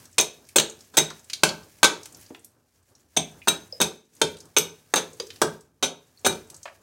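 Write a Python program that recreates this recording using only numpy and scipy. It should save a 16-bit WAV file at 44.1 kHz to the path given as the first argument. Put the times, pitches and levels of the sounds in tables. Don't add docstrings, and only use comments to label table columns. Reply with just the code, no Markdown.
import sys
import numpy as np
from scipy import signal
from scipy.fft import rfft, irfft
from scipy.io import wavfile
from scipy.ndimage import uniform_filter1d

SR = 44100
rng = np.random.default_rng(int(sys.argv[2]) if len(sys.argv) > 2 else 0)


def wrap_up_sound(samples):
    columns = np.atleast_2d(samples).T
    tamed = np.clip(columns, -1, 1)
    steps = np.round(tamed * 32767).astype(np.int16)
    wavfile.write(sys.argv[1], SR, steps)


N = 300762


def undb(db):
    return 10 ** (np.asarray(db) / 20)


def peak(x, db):
    return x * undb(db) / np.max(np.abs(x))


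def clock(s):
    return np.arange(int(s * SR)) / SR


def add(track, s, x):
    i = int(s * SR)
    track[i:i + len(x)] += x[:N - i]


def band(x, hz, *widths):
    for width in widths:
        x = signal.lfilter(*signal.iirpeak(min(hz, SR / 2.2), hz / min(width, SR / 3), fs=SR), x)
    return x


def drop_bass(x):
    return signal.sosfilt(signal.butter(6, 135, "high", fs=SR, output="sos"), x)


def coloured(points):
    hz, db = np.transpose(points)
    bins_hz = np.arange(N // 2 + 1) * SR / N + 1
    shape = undb(np.interp(np.log(bins_hz), np.log(hz), db))
    x = irfft(rfft(rng.standard_normal(N)) * shape, N)
    return x / np.std(x)


def wander(rate):
    hold = int(SR / rate)
    steps = np.repeat(rng.standard_normal(N // hold + 1), hold)
    x = uniform_filter1d(uniform_filter1d(steps, hold), hold)[:N]
    return x / np.std(x)


# (time [s], hum level [dB], hiss level [dB])
DUCKED_FLOOR = [(0.0, -56, -54.5), (0.13, -64.5, -63.5), (2.24, -62, -57), (2.56, -70, -73),
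                (2.94, -71, -70), (3.21, -63.5, -68.5), (3.34, -60.5, -64), (3.78, -63, -58),
                (3.97, -92, -77.5), (4.18, -63.5, -62), (4.42, -62, -63.5), (4.98, -66, -65),
                (5.13, -61.5, -59), (5.43, -60, -58.5), (5.68, -69, -77.5), (6.27, -67, -63),
                (6.44, -60, -60), (6.82, -65.5, -67)]
def floor_gain(column, swell_db, rise_s):
    rows = np.array(DUCKED_FLOOR)
    power = undb(np.interp(np.arange(N) / SR, rows[:, 0], rows[:, column])) ** 2
    age = clock(1) / rise_s
    for s, thud_db, *_ in BITES:
        swell = undb(thud_db + swell_db) * age * np.exp(1 - age)
        add(power, s, swell ** 2)
    return np.sqrt(power)


# (frequency [Hz], relative density [dB])
HUM_SPECTRUM = [(18, -47.5), (30, -30.5), (55, -7), (123, 6), (200, -2), (265, 2.5), (744, -5),
                (1600, -10.5), (2080, -34.5), (3520, -120)]
# (frequency [Hz], width [Hz], relative level [dB])
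HUM_NOTES = [(62, 14, -9), (93, 14, -3.5), (240, 12, -13)]
def hum():
    low = coloured(HUM_SPECTRUM) * undb(3.2 * wander(25))
    for hz, width, db in HUM_NOTES:
        note = band(rng.standard_normal(N), hz, width)
        low += undb(db) * note / np.std(note)
    return low


# (frequency [Hz], relative density [dB])
HISS_SPECTRUM = [(710, -32.5), (1200, -23.5), (1700, -5), (1890, -9), (2270, -9), (3590, -11.5), (6030, -7),
                 (16000, -14)]
def hiss():
    flicker_db = 1.5 * wander(30) + 1.5 * wander(300)
    return coloured(HISS_SPECTRUM) * undb(flicker_db)


def crumbs(hiss_gain, count=40, centre_hz=6800, octaves=0.38):
    when, size, pitch = rng.random((count, 3)).T
    db = 20 * np.log10(hiss_gain[(when * N).astype(int)]) + 10 - 1.5 * np.log(1 - size)
    hz = centre_hz * 2 ** (octaves * (2 * pitch - 1))
    return zip(when * N / SR, db, hz, np.full(count, .4))


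# (frequency [Hz], t60 [s], relative level [dB])
ECHO_BANDS = [(108, 1, -19.5), (330, 0.34, -3), (785, 0.24, -7.5), (2920, 0.34, -11.5), (6070, 0.18, -6.5),
              (12800, 0.058, -16)]
def echoes():
    t = clock(.7)
    tail = 0
    for hz, t60, db in ECHO_BANDS:
        noise = band(rng.standard_normal(len(t)), hz, 2.3 * hz, 2.3 * hz)
        part = noise * np.exp(-np.log(1000) * t / t60) * (1 - np.exp(-t / 0.0014))
        tail += 2 * undb(db) * np.sqrt(hz / SR) * part / np.linalg.norm(part)
    return drop_bass(tail)


def rattle(t60):
    t = clock(.2)
    return rng.standard_normal(len(t)) * np.exp(-np.log(1000) * t / t60) * (1 - np.exp(-t / 0.00065))


# (time [s], level [dB], pitch [Hz], width [share of pitch])
OFFCUTS = [(.3822, -49.5, 436, 0.54), (.4883, -47, 2350, 0.13), (.6978, -47, 393, 0.35),
           (1.1024, -33.5, 1180, 0.27), (1.4905, -38.5, 616, 0.34), (2.0565, -42, 1060, .4),
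           (2.3033, -30.5, 330, 0.63), (2.3472, -43, 662, 0.46), (3.7245, -36.5, 507, 0.14),
           (4.4035, -52, 377, 0.29), (4.4542, -58, 374, .3), (5.1317, -48.5, 509, .3),
           (5.198, -27.5, 430, 0.14), (6.3274, -56, 334, 0.33), (6.655, -26, 963, 1),
           (6.6764, -35.5, 1780, 0.38)]
def offcut(db, hz, width):
    width_hz = np.clip(width, .02, 1.5) * hz
    return peak(band(rattle(t60=0.052), hz, width_hz, 3 * width_hz), db)


# (time [s], level [dB], pitch [Hz], width [share of pitch])
CHIP_FALLS = [(.0544, -37.5, 5900, .53), (.128, -43.5, 6690, 0.29), (.4676, -48, 6230, .4),
              (.4883, -37, 7480, .65), (.6978, -27, 7200, .24), (.79, -46.5, 6000, .4),
              (.807, -38, 5750, .4), (1.1024, -30, 4630, .57), (1.194, -42, 6490, .4),
              (1.2441, -41, 7800, .4), (1.2989, -26, 3670, 1.1), (1.3329, -16.5, 4400, .73),
              (1.4905, -17, 4384, .47), (2.032, -33.5, 6040, .54), (2.05, -45, 6500, .4),
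              (2.0565, -28.5, 5500, 1.1), (2.1236, -39, 8200, .4), (2.1466, -35, 5800, 0.37),
              (2.17, -41, 11000, .7), (2.2013, -44, 9400, .6), (2.211, -41.5, 11000, 0.77),
              (2.2623, -42, 5210, .4), (2.3472, -34, 2390, .6), (2.3929, -47, 7700, .3),
              (2.446, -34.5, 10460, 0.59), (2.9515, -46, 5830, .4), (3.4173, -38, 2450, .15),
              (3.7245, -25, 5040, .04), (4.151, -45, 8300, .44), (4.165, -47.5, 6500, .5),
              (4.3686, -37, 4500, 1.1), (4.3859, -42, 7200, .4), (4.4035, -35, 6200, .45),
              (4.4542, -45, 7360, .61), (5.1317, -38.5, 7100, .35), (5.199, -25.5, 4840, 0.054),
              (5.2689, -37, 5800, .4), (5.3036, -28.5, 3460, .64), (5.36, -36.5, 4500, .9),
              (5.6077, -45, 7670, .4), (6.1742, -46, 4350, .06), (6.193, -46.5, 7000, .3),
              (6.2128, -51, 8340, .81), (6.3274, -31.5, 3860, .4), (6.5006, -32, 7000, .9),
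              (6.544, -35.5, 6540, .4), (6.5638, -38, 7600, .37), (6.6306, -31.5, 6600, .31),
              (6.655, -33.5, 2360, .44)]
def chip(db, hz, width):
    t = clock(.2)
    touch = rng.standard_normal(len(t)) * np.exp(-t / 0.00043)
    width_hz = np.clip(width, .01, 1.5) * hz
    tick = band(touch, hz, 0.83 * width_hz, 1.5 * width_hz)
    tail = band(rattle(t60=.03), hz, width_hz, 2 * width_hz)
    return peak(peak(tick, -3.1) + peak(tail, -1), db)


# (time [s], level [dB])
FIBRE_SNAPS = [(.1901, -11.5), (.2117, -1), (.5915, -25), (.9728, -5.5), (1.4385, -4), (1.8437, -1.5),
               (3.4868, -1.5), (3.8155, -3), (4.5852, 3), (4.959, -6.5), (6.2644, -9), (6.2725, -3)]
def snap(db, hz=7600):
    t = clock(.01)
    burst = rng.standard_normal(len(t)) * t * np.exp(-t / .00012)
    return peak(band(burst, hz, 0.82 * hz, 3 * hz), db)


def ring(drive, modes, scatter_db, stretch):
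    out = 0
    for hz, db, t60 in modes:
        detune, strength = rng.standard_normal(2)
        radius = np.exp(-np.log(1000) / (max(stretch, .1) * t60 * SR))
        angle = 2 * np.pi * hz * (1 + 0.007 * detune) / SR
        mode = signal.lfilter([0, 1], [1, -2 * radius * np.cos(angle), radius ** 2], drive)
        out += peak(mode, db + scatter_db * strength)
    return out


def register(drive, modes, lo, hi, db, contact_db, stretch):
    ringing = ring(drive, [m for m in modes if lo <= m[0] < hi], 1.5, stretch)
    contact = band(drive, np.sqrt(lo * hi), hi - lo, 2 * (hi - lo))
    return peak(peak(ringing, 0) + peak(contact, contact_db), db)


# (frequency [Hz], relative level [dB], t60 [s])
STUMP_MODES = [(62, -18.5, 0.5), (92.5, -18, .5), (146, -11, 0.08), (164.6, 1.5, 0.19), (216, -3.5, 0.17)]
def stump(ms, db):
    load = ms / 16 * np.exp(-ms / 16) * band(rng.standard_normal(len(ms)), 200, 200)
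    return peak(ring(load, STUMP_MODES, scatter_db=0.83, stretch=1), db)


# (frequency [Hz], relative level [dB], t60 [s])
LOG_MODES = [(310, -11, 0.028), (390, -3, 0.088), (440, 4.5, 0.18), (527, 2, 0.025), (626.4, -2, 0.12),
             (760, 0.5, 0.0073), (927, -9, 0.086), (1005, 1.5, 0.018), (1539, -5, 0.071), (1620, -1, 0.033),
             (1895, -15, .015)]
def wood(ms, fibres, thud_db, knock_db):
    shove = np.sin(np.pi * np.minimum(ms / 0.5, 1))
    shake = peak(shove, -2.5) + peak(band(fibres, 1000, 2200), 6.3)
    thud = register(shake, LOG_MODES, 200, 700, thud_db, contact_db=4, stretch=0.78)
    knock = register(shake, LOG_MODES, 700, 2000, knock_db, contact_db=5, stretch=0.93)
    return thud + knock


# (frequency [Hz], relative level [dB], t60 [s])
BLADE_MODES = [(3784, -2, 0.043), (6163, -3.5, 0.07), (6330, -10, 0.056)]
# (frequency [Hz], relative level [dB], t60 [s])
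HEAD_MODES = [(2366, -11, 0.12), (2610, -0.5, 0.015), (3530, -18, 0.046), (3624, -5.5, 0.033),
              (4290, -3, 0.014), (5300, -5.5, 0.0069), (6495, -1.5, 0.0097), (7430, -8.5, 0.007),
              (8340, 0, .005), (10410, -14.5, 0.0098)]
def steel(fibres, db, bright_db, stretch, blade_db):
    out = undb(blade_db) * ring(fibres, BLADE_MODES, 1.9, stretch)
    out += register(fibres, HEAD_MODES, 2000, 4600, db, 4.5, stretch)
    out += register(fibres, HEAD_MODES, 4600, 7000, db - 5 + .4 * bright_db, -4.5, stretch)
    out += register(fibres, HEAD_MODES, 7000, 11000, db + bright_db, -5.5, stretch)
    return out


# (time [s], log thud [dB], log knock [dB], steel level [dB], steel's top over its low register [dB],
#  cut length [ms], steel decay stretch [factor], blade gain [dB])
BITES = [(0.1814, -24.5, -19, -7, -0.5, 11.3, 1.2, -18.5), (0.1969, -19.5, -25, -23, -2, 8.1, .39, -6),
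         (0.5587, -13, -12.5, -7.5, 6.5, 10.6, 2.2, -22), (0.5832, -28, -24, -23, -5, 3.9, 0.24, -5),
         (0.597, -36, -23.5, -12, 1, 5.7, 0.36, -40.5), (0.939, -41.5, -37, -40, -3.5, 26, 0.35, -64.5),
         (0.9692, -23, -24, -14.5, 13.5, 15.3, 0.42, -21.5), (.977, -13.5, -10, -20.5, 9.5, 2.55, 1.2, -8),
         (.985, -18, -26, -7, -8.5, 2.7, 0.64, -15.5), (1.4339, -11.5, -3, -0.5, -5.5, 5.8, 0.23, -19),
         (1.8301, -19, -2, -2, -4.5, 6.3, 0.34, -16), (1.8413, -17.5, -8.5, -2.5, -9, 11.9, 0.65, -16),
         (3.165, -27, -30.5, -42.5, 15.5, 7, 0.47, -11.5), (3.171, -12.5, -19, -8, -2, 2.63, 1.53, -33.5),
         (3.4732, -17.5, -12, -16, -11.5, 10.4, 0.82, -30.5), (3.481, -21, -29, -11.5, 6.5, 6, 1.3, -11),
         (3.8015, -15.5, -18.5, -23, 7, 3.3, 1.8, -19), (3.8093, -18, -13.5, -14, -32, 1.47, 0.42, -29),
         (3.8135, -17.5, -18, -11.5, -3.5, 11.2, 0.83, -15.5), (4.2151, -12, -9, -6.5, -5, 6.5, 0.63, -32),
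         (4.5653, -18, -13, -7.5, -7, 5.3, 1.5, -13.5), (4.57, -19.5, -15, -10.5, -3.5, 8.2, 0.76, -12),
         (4.938, -17, -4, -7.5, -5.5, 4, 1.07, -20), (4.9584, -17.5, -21, -15, -10.5, 24.3, 0.26, -21.5),
         (5.199, -47, -33, -23, -18.5, 6.1, 0.33, -30), (5.4165, -11.5, -10, -13, 7.5, 2.05, 0.47, -23),
         (5.4201, -16.5, -10, -7, 1.5, 5.6, 0.13, -24.5), (5.8255, -20, -19, -13.5, -6.5, 22.2, 0.51, -15),
         (6.2467, -19, -23, -13.5, -4, 17.5, 1.7, -20.5), (6.2631, -13, -9.5, -13, 7, 3.7, 0.45, -28.5),
         (6.268, -14, -21, -14, -16, 4.3, 1.9, -18.5)]
def hatchet(thud_db, knock_db, steel_db, bright_db, cut_ms, stretch, blade_db):
    ms = 1000 * clock(.5)
    rise_ms = 1.4 * 2 ** ((thud_db - knock_db) / 16)
    force = (1 - np.exp(-ms / rise_ms)) * np.exp(-(ms / max(cut_ms, .2)) ** 1.5)
    fibres = force * rng.standard_normal(len(ms))
    fibres *= undb(2.1 * rng.exponential(size=len(ms)))
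    log = wood(ms, fibres, thud_db, knock_db)
    head = steel(fibres, steel_db, bright_db, stretch, blade_db)
    tearing = peak(band(band(fibres, 13000, 6000), 16000, 9000), steel_db + bright_db - 4.5)
    return drop_bass(log + head + tearing) + stump(ms, thud_db - 19)


def scene(spots=6):
    hum_gain = floor_gain(column=1, swell_db=-46, rise_s=0.027)
    hiss_gain = floor_gain(column=2, swell_db=-43.5, rise_s=0.048)
    direct = np.zeros((spots, N))
    for table, source in [(BITES, hatchet), (FIBRE_SNAPS, snap), (CHIP_FALLS, chip),
                          (OFFCUTS, offcut), (crumbs(hiss_gain), chip)]:
        for k, (s, *settings) in enumerate(table):
            add(direct[k % spots], s, source(*settings))
    room = sum(signal.fftconvolve(spot, echoes())[:N] for spot in direct)
    noise_floor = hum() * hum_gain + hiss() * hiss_gain
    return (direct.sum(axis=0) + room + noise_floor)[None]


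def record(dry, bass_hz=58, top_hz=15900):
    rounded = np.tanh(dry)
    thinned = signal.sosfilt(signal.butter(4, bass_hz, "high", fs=SR, output="sos"), rounded)
    return signal.sosfilt(signal.ellip(10, .2, 80, top_hz, fs=SR, output="sos"), thinned)


dry = scene()
out = record(dry)
wrap_up_sound(out)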